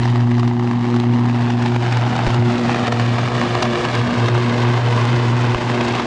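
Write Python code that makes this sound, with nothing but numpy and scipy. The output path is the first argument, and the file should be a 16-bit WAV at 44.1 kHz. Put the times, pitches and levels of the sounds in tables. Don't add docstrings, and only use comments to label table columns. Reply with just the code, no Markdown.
import sys
import numpy as np
from scipy import signal
from scipy.fft import rfft, irfft
from scipy.io import wavfile

SR = 44100
rng = np.random.default_rng(int(sys.argv[2]) if len(sys.argv) > 2 else 0)


def makeup_ratio(level_db):
    decades = np.asarray(level_db, float) / 20
    return 10 ** decades


def persist_wave(psi):
    counts = np.round(np.clip(psi, -1, 1) * 32767).astype(np.int16)
    wavfile.write(sys.argv[1], SR, np.atleast_2d(counts).T)


N = 267246
PULSE_HZ = 119.76

# [t/s, level/dB]
HUM_LEVEL = [(0.0, -13.5), (0.47, -14.5), (0.49, -16), (0.7, -16), (0.73, -17), (1.11, -14), (1.24, -15.5),
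             (1.41, -16.5), (2.53, -13), (3.69, -13), (3.73, -15), (4.08, -13), (5.0, -15), (5.52, -14.5),
             (5.55, -17.5), (5.79, -14.5), (5.94, -21), (6.06, -22)]
ORDER_LEVEL_DB = [0, -2.5, -8.5, -22.5, -24.5, -30.5]
# [t/s, depth/dB, length/s]
FIRST_ORDER_FADES = [(0.62, 3, .25), (0.9, 3.5, 0.54), (1.756, 2.5, 0.38), (2.174, 8.5, 0.2),
                     (2.288, 29, 0.022), (2.577, 11, 0.12), (2.796, 11, 0.42), (3.167, 4.5, 0.18),
                     (3.303, 10, 0.089), (3.457, 14.5, 0.16), (3.607, 12, 0.062), (3.789, 15, 0.33),
                     (4.115, 22.5, 0.1), (4.296, 9, 0.029), (4.491, 5, 0.21), (5.593, 14, 0.08),
                     (5.773, 7, 0.23), (5.874, 9, 0.077), (6.047, 19.5, 0.093)]
# [t/s, depth/dB, length/s]
SECOND_ORDER_FADES = [(0.103, 7.1, 0.26), (1.916, 17.6, 0.298), (2.262, 23.3, 0.017), (2.28, 10.6, 0.29),
                      (2.906, 7.3, 0.65), (3.275, 12.3, 0.25), (3.552, 15.5, 0.172), (3.777, 19, 0.053),
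                      (3.903, 13.6, 0.35), (4.314, 17, 0.21), (4.8, 10, 0.13), (4.976, 9.2, 1.0),
                      (5.618, 10.8, 0.35), (5.948, 6.9, 0.032)]
# [t/s, depth/dB, length/s]
THIRD_ORDER_FADES = [(0.036, 7.9, 1.0), (0.782, 16.3, 0.077), (1.343, 8.8, 0.61), (2.091, 20, 0.36),
                     (3.074, 12.3, 1), (3.91, 19, 0.087), (4.104, 18, 0.2), (4.508, 8.2, 0.16),
                     (4.878, 29, 0.21), (5.085, 18.2, 0.063), (5.392, 7, 0.396), (5.676, 10, 0.078)]
# [t/s, depth/dB, length/s]
UPPER_ORDER_FADES = [(0.1, 17, 0.57), (.65, 9, 0.48), (1.3, 8, 1), (2.05, 6, 0.65), (2.45, 12, 0.26),
                     (2.65, 5, 0.17), (3.1, 5, 0.22), (3.3, 5, 0.12), (3.47, 9, 0.093), (4.07, 17, 0.1),
                     (4.45, 9, 0.1), (5.03, 9, 0.069), (5.3, 5.5, 0.34), (6.0, -6, 0.15)]
# [t/s, hiss level/dB, brightness/dB]
VIGOUR = [(0.0, -30, 4), (0.25, -30, -0.8), (0.4, -31.5, 1.7), (1.32, -29, -1.8), (1.74, -27, 2.4),
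          (2.16, -26, -1.8), (2.28, -26, 0.5), (3.83, -24.5, 1.3), (3.95, -24.5, -0.5), (5.42, -25, -1),
          (6.06, -25, 0)]
# [t/s, depth/dB, length/s]
PAUSES = [(.27, 2, 0.067), (.56, 1.5, 0.15), (.77, 1, 0.11), (1.08, 2, 0.038), (1.57, 2.5, 0.066),
          (1.72, 1.5, 0.13), (1.79, 2.5, 0.054), (2.04, 0.5, 0.086), (2.39, 2.5, .08), (2.56, 1, 0.039),
          (2.64, 0.5, 0.06), (2.902, 3.5, 0.028), (2.95, 1, 0.035), (3.07, 1.5, 0.25), (3.31, 2, 0.059),
          (3.7, 1, 0.36), (4.02, 0.5, 0.084), (4.33, 1, 0.11), (4.8, 0.5, 0.22), (5.33, 1.5, 0.06),
          (5.6, 1, 0.15)]
# [t/s, crown echo lag/ms, echo share/0-1, tangle/0-1]
ARC_SHAPE = [(0, 1.027, 0.38, 0.39), (1.2, 1, 0.24, 0), (1.8, 1.32, 0.23, 0.39), (2.3, 1.365, 0.27, 1),
             (3.0, 1.695, 0.35, 0.9), (3.8, 1.738, 0.46, 1), (4.6, 1.934, 0.32, 0.43), (5.4, 2, 0.33, 1),
             (6.06, 1.8, 0.22, 1)]
# [f/Hz, density/dB per Hz]
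PLASMA_SPECTRUM = [(25, -19), (85, -3), (150, 4.5), (300, 7.5), (430, 0), (570, -5.5), (760, 1),
                   (1100, -3.5), (2000, -8.5), (3000, -11.5), (5000, -18.5), (7000, -26.5), (9000, -36),
                   (10000, -42)]
# [t/s, top level/dB, middle over top/dB, length/ms]
BRIGHT_RESTRIKES = [(0.3949, -19, -3, 8.3), (0.4768, -20.5, 1.5, 6.3), (0.9617, -20.5, -2, 7.8),
                    (0.9996, -12, -10, 4), (1.5015, -17, -2, 5.0), (1.6237, -19, -1, 4.5),
                    (1.6591, -16, 0, 7.2), (1.823, -20, -1, 7.1), (1.924, -15.5, 1.5, 7.2),
                    (1.9709, -13.5, 0, 4.1), (2.163, -14.5, -2, 5.0), (2.2653, -17.5, 2.5, 9.9),
                    (2.3426, -13.5, -6, 5.0), (2.795, -16, 0, 3.3), (2.8687, -15.5, -1, 9.1),
                    (2.878, -15.5, 4, 7.2), (2.9218, -14, 1, 8.7), (2.9968, -13, 2.5, 4.5),
                    (3.4134, -13.5, 3.5, 4.1), (3.5513, -12, 3, 4.3), (3.6238, -7.5, -4, 12.5),
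                    (3.8503, -12, 2, 4.7), (3.8978, -19, -5, 5.0), (3.9494, -16.5, -2, 13),
                    (4.283, -15, 3.5, 8.6), (4.6014, -24, 1, 4.4), (5.0523, -13.5, -5, 4),
                    (5.8103, -13, -4, 5.0), (5.8808, -16.5, -1, 9.2), (5.9516, -12.5, -3, 5.0)]
# [t/s, middle level/dB, length/ms]
DULL_RESTRIKES = [(0.055, -9.5, 1.4), (0.157, -14.5, 4.8), (0.204, -17, 2.5), (0.315, -14, 1.7),
                  (0.381, -14, 1.2), (0.431, -14.5, 2.3), (0.596, -17, 3.0), (0.674, -16, 2.5),
                  (0.712, -15.5, 3.0), (0.731, -24, 6.1), (0.842, -21, 3.0), (0.941, -15, 5.1),
                  (1.039, -21, 8.4), (1.255, -18.5, 3.7), (1.351, -17, 2.1), (1.761, -13.5, 6),
                  (2.18, -21.5, 4.4), (2.19, -10.5, 4.6), (2.304, -11.5, 1.5), (2.571, -18, 1.7),
                  (2.695, -7, 2.1), (2.745, -11.5, 4.7), (2.76, -13, 3.0), (3.276, -13, 3.0),
                  (3.756, -15, 1.8), (4.204, -15, 2.3), (4.377, -13, 4.2), (4.925, -9.5, 1.2),
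                  (5.546, -9, 3.7), (5.699, -10.5, 3.0)]
# [t/s, peak level/dB, push f/Hz]
LOOP_COLLAPSES = [
    (2.281, -18, 45),
    (2.2735, -10, 520),
    (2.277, -13, 280),
    (5.558, -22, 70),
    (0.01, -33, 40),
]


def hum(cycle, tangle):
    hum_db, = in_time(HUM_LEVEL)
    tangle_lift_db, upper_waver_db = 2.5, 4
    shifts_db = [-fade(FIRST_ORDER_FADES), -fade(SECOND_ORDER_FADES), -fade(THIRD_ORDER_FADES)]
    for _ in range(3):
        shifts_db.append(tangle_lift_db * tangle - fade(UPPER_ORDER_FADES) + upper_waver_db * drift(6.3))
    out = np.zeros(N)
    for k, (order_db, shift_db) in enumerate(zip(ORDER_LEVEL_DB, shifts_db)):
        wander_rad = tangle * (1.5 * drift(1.2) + 0.25 * drift(12))
        flutter_db = 1.2 * drift(17)
        phase_rad = (k + 1) * cycle + 1.16 * k + wander_rad - wander_rad[0]
        out += np.sqrt(2) * makeup_ratio(hum_db + order_db + shift_db + flutter_db) * np.cos(phase_rad)
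    return out


def hiss(envelope, lag_ms, share):
    mean_hiss_db = -27
    roar_per_fade = 0.26
    hiss_db, bright_db = np.array(in_time(VIGOUR)) - fade(PAUSES) * [[1], [0.6]]
    noise = colour(ground_echo(envelope * shocks(N, spread_db=2.5), lag_ms, share))
    range_db = [-15.5, -10.5, -12, -13]
    follows = [0.54, 1.08, 1.7, 1.58]
    tilts = [-0.3, -0.3, 0.67, 0.9]
    gains_db = [db + follow * (hiss_db - mean_hiss_db) + tilt * bright_db
                for db, follow, tilt in zip(range_db, follows, tilts)]
    gains_db[0] += roar_per_fade * fade(FIRST_ORDER_FADES)
    parts = ranges(noise, [200, 850, 2400, 6000])
    return sum(makeup_ratio(db + 1.1 * drift(33)) * part for db, part in zip(gains_db, parts))


def sputter(cycle, lag_ms):
    pulsing = np.clip(0.95 - 0.6 * lag_ms, 0.05, 0.3)
    current = 1 + pulsing * np.cos(cycle - 0.6)
    rate_hz = 350 * current * makeup_ratio(1.5 * drift(14))
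    born = rng.random(N) < rate_hz / SR
    sizes = makeup_ratio(2.6 * np.minimum(rng.exponential(1, N), 2.2))
    age_ms = np.arange(round(0.015 * SR)) * 1000 / SR
    burst = np.minimum(age_ms / 0.1, 1) * np.exp(-age_ms / 1.75)
    bursts = signal.fftconvolve(born * sizes, burst)[:N]
    return rms_one(current * (2.6 + bursts))


def restrikes(lag_ms, share):
    s, middle_db, top_db, length_ms = np.transpose(volleys(count=70))[..., None]
    half = 512
    age_ms = np.arange(-half, half) * 1000 / SR - 0.5
    spread_ms = np.where(age_ms < 0, 0.5, 0.68 * np.maximum(length_ms, 1))
    shape = np.exp(-np.abs(age_ms / spread_ms) ** 2.5)
    noise = colour(shape * shocks(shape.shape, spread_db=0.5))
    _, *bands = ranges(noise, [220, 700, 1900, 3400])
    energy = np.linalg.norm(shape, axis=1, keepdims=True)
    low, middle, high = (v * energy / np.linalg.norm(v, axis=1, keepdims=True) for v in bands)
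    body = makeup_ratio(middle_db - 5.5) * low + makeup_ratio(middle_db - 10) * middle
    edge = makeup_ratio(top_db - 5) * high
    out = np.zeros(N + 2 * half)
    np.add.at(out, np.round(s * SR).astype(int) + np.arange(2 * half), body + edge)
    return ground_echo(out[half:half + N], lag_ms, share)


def volleys(count):
    peak_middle_db, peak_top_db = 1.5, -6
    thud_top_db = -14
    minor_db, minor_top_db, minor_spread_db = 9, -7.5, 4
    rows = [(s, db + rel_db + peak_middle_db, db + peak_top_db, ms) for s, db, rel_db, ms in BRIGHT_RESTRIKES]
    rows += [(s, db + peak_middle_db, db + thud_top_db, ms) for s, db, ms in DULL_RESTRIKES]
    for k, (late, a, b, c) in enumerate(rng.uniform(-1.1, 1, (count, 4))):
        s = (k + 0.5 + 0.5 * late) * (N - 1) / SR / count
        hiss_db = np.interp(s, *np.transpose(VIGOUR)[:2])
        middle_db = hiss_db + minor_db + minor_spread_db * a
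        top_db = hiss_db + minor_top_db + 2 * minor_spread_db * b
        rows.append((s, middle_db, top_db, 2.95 + 2 * c))
    return rows


def collapses():
    t, out = np.arange(N) / SR, np.zeros(N)
    for s, db, hz in LOOP_COLLAPSES:
        turn = np.pi * hz * (t - s)
        out += makeup_ratio(db) * 3.2 * turn * np.exp(-turn ** 2)
    return out


def ground_echo(x, lag_ms, share):
    feet_lag_ms, feet_share = 1.095, 0.085
    n = np.arange(N)
    dull = signal.sosfiltfilt(signal.butter(1, 4500, fs=SR, output="sos"), x)
    feet = feet_share * np.interp(n - feet_lag_ms * SR / 1000, n, dull)
    crown = np.clip(share, 0, 1) * np.interp(n - lag_ms * SR / 1000, n, dull)
    return x + feet + crown


def shocks(shape, spread_db):
    sizes = makeup_ratio(spread_db * np.minimum(rng.exponential(1, shape), 5))
    return rms_one(sizes * rng.standard_normal(shape))


def colour(x):
    size = x.shape[-1]
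    hz = np.fft.rfftfreq(size, 1 / SR) + 1
    points_hz, points_db = np.transpose(PLASMA_SPECTRUM)
    gain_db = np.interp(np.log(hz), np.log(points_hz), points_db)
    return irfft(rfft(x) * makeup_ratio(gain_db), size)


def ranges(x, centres_hz):
    size = x.shape[-1]
    octaves = np.log2(np.fft.rfftfreq(size, 1 / SR) + 1)
    spectrum = rfft(x)
    return [irfft(spectrum * np.interp(octaves, np.log2(centres_hz), one), size)
            for one in np.eye(len(centres_hz))]


def fade(rows):
    t = np.arange(0, N, 64) / SR
    loss_db = sum(db * np.exp(-((t - s) / (0.5 * max(length_s, 0.015))) ** 2) for s, db, length_s in rows)
    return np.interp(np.arange(N) / SR, t, loss_db)


def drift(rate_hz):
    thin = 40
    r = np.exp(-2 * thin * np.pi * rate_hz / SR)
    noise = rng.standard_normal(N // thin + 2002)
    slow = signal.lfilter([1], [1, -2 * r, r * r], noise)[2000:]
    return np.interp(np.arange(N) / thin, np.arange(len(slow)), rms_one(slow))


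def in_time(rows):
    s, *columns = np.transpose(rows)
    return [np.interp(np.arange(N) / SR, s, c) for c in columns]


def rms_one(x):
    return x / np.sqrt(np.mean(x ** 2) + 1e-20)


def scene():
    lag_ms, share, tangle = in_time(ARC_SHAPE)
    jitter_rad = tangle * (0.4 * drift(0.8) + 0.06 * drift(15))
    cycle = 2 * np.pi * PULSE_HZ * np.arange(N) / SR + jitter_rad
    arc = hum(cycle, tangle)
    arc += hiss(sputter(cycle, lag_ms), lag_ms, share)
    arc += restrikes(lag_ms, share)
    return (arc + collapses())[None]


def low_pass(x):
    return signal.sosfilt(signal.butter(12, 12700, fs=SR, output="sos"), x)


def record(dry):
    x = 0.73 * np.tanh(dry / 0.77) - 0.0026
    x = signal.sosfilt(signal.ellip(10, 0.5, 60, 9930, fs=SR, output="sos"), x)
    n = np.arange(N)
    mirror = signal.sosfilt(signal.ellip(10, 1, 90, 12400, fs=SR, output="sos"), x * (-1) ** n)
    bass = signal.sosfilt(signal.butter(4, 400, fs=SR, output="sos"), x)
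    whistle = makeup_ratio(-89) * (1 + 3.5 * bass) * np.cos(np.pi / 2 * n)
    return low_pass(x + makeup_ratio(-11.5) * mirror + whistle)


dry = scene()
out = record(dry)
persist_wave(out)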